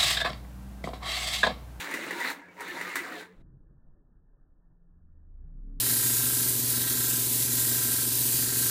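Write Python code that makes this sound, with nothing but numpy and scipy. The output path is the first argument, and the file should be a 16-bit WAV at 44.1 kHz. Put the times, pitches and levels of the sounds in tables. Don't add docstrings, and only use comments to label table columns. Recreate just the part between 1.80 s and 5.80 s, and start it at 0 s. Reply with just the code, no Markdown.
import sys
import numpy as np
from scipy import signal
from scipy.io import wavfile

SR = 44100
rng = np.random.default_rng(int(sys.argv[2]) if len(sys.argv) > 2 else 0)


def undo_db(level):
    steps = np.asarray(level, float) / 20
    return 10 ** steps


def digitize_waveform(pressure):
    field = np.atleast_2d(pressure).T
    bounded = np.clip(field, -1, 1)
    quanta = np.round(bounded * 32767).astype(np.int16)
    wavfile.write(sys.argv[1], SR, quanta)


N = 176400
T = np.arange(N) / SR

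# f/Hz, width/Hz, level/dB
BODY = [(284.3, 25, -10.5), (337, 87, -11), (407, 110, -12.5), (918, 370, -6), (1400, 200, -9),
        (1566, 57, -8.5), (1737, 180, -2.5), (1960, 110, 0), (2150, 220, -6), (3700, 360, -14),
        (4360, 400, -18), (7100, 860, -16)]


def rms_one(x):
    return x / np.sqrt(np.mean(x ** 2) + 1e-20)


def in_time(rows):
    s, *columns = np.transpose(rows)
    return [np.interp(T, s, column) for column in columns]


def drift(rate_hz):
    step = 20
    r = np.exp(-2 * np.pi * step * rate_hz / SR)
    noise = rng.standard_normal(N // step + 3002)
    slow = signal.lfilter([1], [1, -2 * r, r * r], noise)[3000:]
    return np.interp(np.arange(N) / step, np.arange(len(slow)), rms_one(slow))


def resonate(x, hz, width_hz):
    r = np.exp(-np.pi * width_hz / SR)
    feed = np.array([1, 0, -1]) * (1 - r * r) / 2
    return signal.lfilter(feed, [1, -2 * r * np.cos(2 * np.pi * hz / SR), r * r], x + 1e-18)


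def bandpass(x, order, low_hz, high_hz):
    return signal.sosfilt(signal.butter(order, [low_hz, high_hz], "band", fs=SR, output="sos"), x)


def bands(spectrum, patchy_db, moving_db, size=N):
    hz, db = np.transpose(spectrum)
    white = rng.standard_normal((2, size + SR // 2))
    out, power = np.zeros(N), 0
    edges = 9.35 * 2 ** np.arange(0, 11, .4)
    for k, (low, high) in enumerate(zip(edges, edges[1:])):
        mid = np.sqrt(low * high)
        if not hz[0] / 1.2 < mid < hz[-1] * 1.3:
            continue
        gain = undo_db(np.interp(np.log(mid), np.log(hz), db))
        band = bandpass(white[k % 2], 3, low, high)[SR // 2:]
        flicker_db = patchy_db * np.clip(drift(12)[:size], -2, 2) / (1 + mid / 9000)
        out[:size] += gain * band * undo_db(flicker_db + moving_db(mid)[:size])
        power += gain ** 2 * (high - low) * 2 / SR
    return out / np.sqrt(power)


def tones(rows, wobble_db):
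    out = np.zeros(N)
    for s, length, hz, db, glide in rows:
        span = slice(int(s * SR) + 1, int((s + length) * SR))
        age = T[span] - s
        swell, sway = drift(20)[span], drift(20)[span]
        edge = np.sin(np.pi * age / length) ** 0.48
        turn = 2 * np.pi * (hz + glide * age / 2) * age
        out[span] += undo_db(db + 3.5 + wobble_db * swell) * edge * np.sin(turn + 0.18 * wobble_db * sway)
    return out


def tilt(hz, bright_db, boom_db, tyre_db):
    octaves = np.log2(hz / 2000)
    treble = bright_db * np.clip(5.0 * octaves - .9, 0, 1.5 + .2 * octaves)
    bass = boom_db * np.clip(-octaves / 2, 0, 1)
    return treble + bass + tyre_db * np.exp(-((octaves + 1.2) / .8) ** 2)


def car():
    # t/s, level/dB, nearness as brightness/dB, load as boom/dB, tyre rumble/dB
    effort = [
        [(0, -38.5, 5, -3, 3.5), (.07, -38, 0.5, 2.5, -4.5), (.2, -39, 1, 5.5, -3), (.37, -40, 3, 6, -2),
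         (.44, -34, 1, -0.5, 0.5), (.51, -39.5, 3.5, -1, 1.5), (.59, -54, 2, 3.5, 3), (.68, -57.5, -1, 8.5, 0),
         (.76, -60.5, 7.5, 11.5, 2.5)],
        [(.81, -43.5, 0, -2, 10.5), (.92, -39.5, 1, 0.5, -6), (.97, -40, 2, 3, 1.5), (1.14, -37, -0.5, -3, -2),
         (1.19, -37.5, 1.5, -4, -4), (1.28, -43, 1.5, 4.5, 0), (1.41, -45.5, 4, 6, -2.5),
         (1.5, -62.5, 3, 6.5, 1), (1.62, -78.5, 8.5, 25, -4)],
    ]
    # f/Hz, level per Hz/dB
    hiss_colour = [(71, -52.5), (120, -18.5), (334, -3), (670, -8.5), (2150, -1.5), (3110, -12.5),
                   (3740, -17), (5190, -21), (16000, -25.5)]
    # f/Hz, width/Hz, level/dB
    track_modes = [(520, 13.4, -15), (938, 24, -11.5), (1306, 25, -19), (1752, 29, -9), (2106, 24.2, -6.5)]
    contacts_per_s, contact_spread_db = 1200, 3.0
    hiss_db, track_db, rattle_db = -3.5, -5.5, -8.5

    level_db, bright_db, boom_db, tyre_db = in_time(effort[0] + effort[1])
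    bright_db = bright_db + 0.17 * (level_db + 40.5)

    def colour(hz):
        return tilt(hz, bright_db, boom_db, tyre_db)

    hiss = bands(hiss_colour, 3.5, colour, size=N // 2)
    sizes = undo_db(contact_spread_db * np.minimum(rng.exponential(1, N), 4)) * rng.choice([-1, 1], N)
    clicks = sizes * (rng.random(N) < contacts_per_s * undo_db(3 * drift(30)) / SR)

    def rung(hz, width):
        return rms_one(resonate(clicks * rng.standard_normal(N), hz, width))

    rattle = sum(undo_db(db + colour(hz)) * rung(hz, width) for hz, width, db in BODY)
    track = sum(undo_db(db + 5 * drift(4.1) + colour(hz)) * rung(hz, width) for hz, width, db in track_modes)
    return undo_db(level_db) * (undo_db(hiss_db) * hiss + undo_db(track_db) * track + undo_db(rattle_db) * rattle)


def gear():
    # t/s, centre f/Hz, level/dB
    mesh = [
        [(0, 3700, -50), (.4, 3900, -52.5), (.48, 4000, -33), (.56, 3760, -61.5), (.7, 3670, -96)],
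        [(.79, 3520, -85), (.83, 3520, -46.5), (.92, 3941, -47), (1.0, 3800, -55), (1.25, 3757, -57.5),
         (1.4, 3762, -48), (1.52, 3604, -77.5)],
    ]
    hz, db = in_time(mesh[0] + mesh[1])
    half_width = signal.butter(2, 410, fs=SR, output="sos")
    rough = signal.sosfilt(half_width, rng.standard_normal((2, N)))
    turn = 2 * np.pi * np.cumsum(hz) / SR
    whine = rms_one(rough[0] * np.cos(turn) + rough[1] * np.sin(turn))
    return undo_db(db - 2.5 + 2.62 * drift(23.4)) * whine


def live_room():
    # f/Hz, level/dB
    hum_tones = [(88, -70.5), (180, -59)]
    # f/Hz, level per Hz/dB
    air_colour = [(12, -74.5), (20, -46.5), (81, -7), (145, -19), (181, -1), (620, -8), (2240, -26.5),
                  (2570, -30), (15800, -44.5)]
    hum = np.zeros(N)
    for hz, db in hum_tones:
        hum += undo_db(db - 1.0 + 4.0 * drift(10.0)) * np.sin(2 * np.pi * hz * T + 0.94 * drift(3.3))
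    fading_db = -150 * np.maximum(T - 1.42, 0)

    def fade(hz):
        return np.maximum(fading_db, -22 / (1 + (hz / 4000) ** 2) - 6)

    return undo_db(-63) * bands(air_colour, 1.5, fade, size=N // 2) + hum


def joints():
    # t/s, peak level/dB, brightness/dB
    joint_hits = [(0.004, -25.5, 6.5), (0.111, -26, 6), (0.139, -15.5, -0.5), (0.235, -24.5, -5),
                  (0.308, -16.5, -4), (0.401, -24.5, 6.5), (0.447, -17, -12), (0.473, -21, -4),
                  (0.485, -29, 0), (0.5, -22, 4), (0.798, -35, 0), (0.806, -26, 5), (0.879, -30.5, 5),
                  (1.011, -18, -3.5), (1.1561, -12, 3.5), (1.321, -30, 0)]
    attack_s, t60_s, tail_t60_s, tail_db = .0007, 0.015, 0.17, -1.5
    body_db, crack_db = -24.5, -21.5
    knock, crack = np.zeros(N), np.zeros(N)
    for s, db, bright_db in joint_hits:
        span = slice(int(s * SR) + 1, int((s + .4) * SR))
        age = T[span] - s
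        decay = undo_db(-60 * age / t60_s) + undo_db(tail_db - 60 * age / tail_t60_s)
        shape = np.minimum(age / attack_s, 1) * undo_db(db) * decay
        knock[span] += shape
        crack[span] += shape * undo_db(bright_db)
    body = np.zeros(N)
    for hz, width, db in BODY[:11]:
        body += undo_db(db) * resonate(knock * rng.standard_normal(N), hz, width) * np.sqrt(SR / width)
    top = bandpass(crack * rng.standard_normal(N), 2, 5300, 15000)
    return undo_db(body_db) * body + undo_db(crack_db) * top


def ring(s, db, hz, t60_s):
    out = np.zeros(N)
    span = slice(int(s * SR) + 1, int((s + t60_s * 2) * SR))
    age = T[span] - s
    out[span] = undo_db(db - 60 * age / t60_s) * np.minimum(age * hz, 1) * np.sin(2 * np.pi * hz * age)
    return out


def ticks():
    # t/s, peak level/dB, f/Hz
    contacts = [(.020, -29, 1515), (.114, -25, 1960), (.1395, -16.5, 1980), (0.1446, -23, 1790),
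                (.173, -23.5, 1920), (0.3082, -29, 1570), (.401, -37, 2040), (0.4143, -25, 1910),
                (0.432, -31, 1860), (.4475, -26, 1760), (0.474, -24, 2000), (.501, -28, 1500),
                (.512, -24.5, 1300), (0.7684, -41, 2100), (.798, -31.5, 1820), (.810, -31, 1860),
                (1.011, -23.5, 2000), (1.051, -22, 1900), (1.137, -28, 2080), (1.1565, -17.5, 1810),
                (1.164, -23, 1630), (1.264, -29, 1300), (1.322, -30, 1890), (1.409, -29, 1570)]
    out = np.zeros(N)
    for s, db, hz in contacts:
        out += ring(s, db, hz, .018)
        out += ring(s, db - 9, 1000 * rng.uniform(0.66, 1.2), .015)
    return undo_db(-2.5) * out


def dipped(x):
    # f/Hz, width/Hz, depth/0-1
    weak_spots = [(3140, 530, 0.4), (5180, 510, 0.3), (11600, 2500, 0.5)]
    for hz, width, depth in weak_spots:
        x = x - np.clip(depth, 0, 1) * resonate(x, hz, width)
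    return signal.sosfilt(signal.butter(2, 110, "high", fs=SR, output="sos"), x)


def motor_whirs():
    # start t/s, length/s, f/Hz, level/dB, glide/Hz per s
    notes_sung = [(.17, .13, 300, -48, 600), (.33, .08, 355, -45, -100), (.56, .065, 285, -48, 0),
                  (.4, .035, 2000, -37, -3000), (.425, .035, 1800, -35, -300), (.78, .1, 420, -50, -200),
                  (.915, .035, 350, -43, -300), (.885, .035, 1770, -41, 0), (1.05, .09, 1215, -46, 200),
                  (1.15, .17, 1560, -51, -100), (1.2, .045, 350, -44, 0), (1.22, .18, 740, -53, -150),
                  (1.345, .09, 430, -51, 100), (1.31, .08, 1950, -48, -3500), (1.46, .07, 440, -58, 0),
                  (1.17, .04, 1960, -39, 900), (1.06, .07, 2150, -45, -900),
                  (1.335, .08, 3750, -57, -10000), (1.375, .1, 1580, -55, -400), (.95, .045, 930, -48, 0),
                  (.68, .05, 2300, -58, -1000), (.6, .1, 1680, -60, 0), (1.37, .05, 3600, -59, -8000),
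                  (.05, .11, 880, -53, 300), (.18, .06, 1990, -46, 400), (1.3, .07, 310, -49, 0)]
    return tones(notes_sung, 3.2)


def room_rumble():
    # f/Hz, level per Hz/dB
    rumble_colour = [(7.1, -13.0), (12, 2.0), (34, -12), (82, -25), (140, -20.5), (204, -30), (291, -30),
                     (545, -41.0), (1750, -49.0), (2280, -82), (3850, -120)][:-2]
    # t/s, level/dB
    swell_points = [
        (1.55, -58),
        (1.75, -59),
        (2.1, -66),
        (2.9, -72),
        (3.4, -66),
        (4, -60),
    ]
    swell_db, = in_time(swell_points)

    def swell(hz):
        return (swell_db + 71.5) * 1.2 * (hz > 50) / (1 + (hz / 466) ** 2)

    return undo_db(-59.5) * bands(rumble_colour, 2.8, swell)


def far_engine():
    # t/s, f/Hz, level/dB
    engine_run = [
        (1.55, 36, -55),
        (1.95, 35.46, -58),
        (2.15, 35.01, -64.5),
        (3.4, 26.94, -57),
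        (3.56, 28.51, -43),
        (3.7, 30.12, -43),
        (3.8, 32.64, -38.5),
        (4, 32.43, -37.5),
    ]
    # multiple of the turning rate, level/dB
    orders = [(1, 0), (3.5, -25), (5, -22.5), (6.3, -20.5), (7.6, -26), (8.6, -23), (13, -33)]
    hz, db = in_time(engine_run)
    turn = 2 * np.pi * np.cumsum(hz) / SR
    load_db = 58 * np.minimum(T - 3.91, 0)
    out = np.zeros(N)
    for multiple, order_db in orders:
        change_db = (multiple > 1) * (2.6 * drift(10.0) + load_db)
        out += undo_db(db + 2.5 + order_db + change_db) * np.sin(multiple * turn)
    return out


def passing_drones():
    # start t/s, length/s, f/Hz, level/dB, glide/Hz per s
    passes = [
        (3.1, 0.64, 75, -58.5, 12),
        (2.8, 0.56, 170, -67, -1.5),
        (3.5, 0.22, 58, -51, 29.5),
        (0.88, .45, 170, -69, -15),
        (3.6, 0.19, 140, -58.5, 147.5),
    ]
    return tones(passes, 1.9)


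def quiet_room():
    x = room_rumble() + far_engine() + passing_drones()
    return signal.sosfilt(signal.ellip(10, .5, 60, 1830, fs=SR, output="sos"), x)


def scene():
    live = dipped(car() + gear() + joints() + ticks()) + motor_whirs() + live_room()
    live_gain = np.clip((1.625 - T) / 0.0059, 0, 1)
    quiet_gain = np.clip((T - 1.53) / 0.038, 0, 1)
    return (live * live_gain + quiet_room() * quiet_gain)[None]


def low_pass(x):
    return signal.sosfilt(signal.butter(12, 16920, fs=SR, output="sos"), x)


def record(dry):
    mix = signal.sosfilt(signal.ellip(12, .5, 70, 15850, fs=SR, output="sos"), dry)
    return low_pass(mix)


dry = scene()
out = record(dry)
digitize_waveform(out)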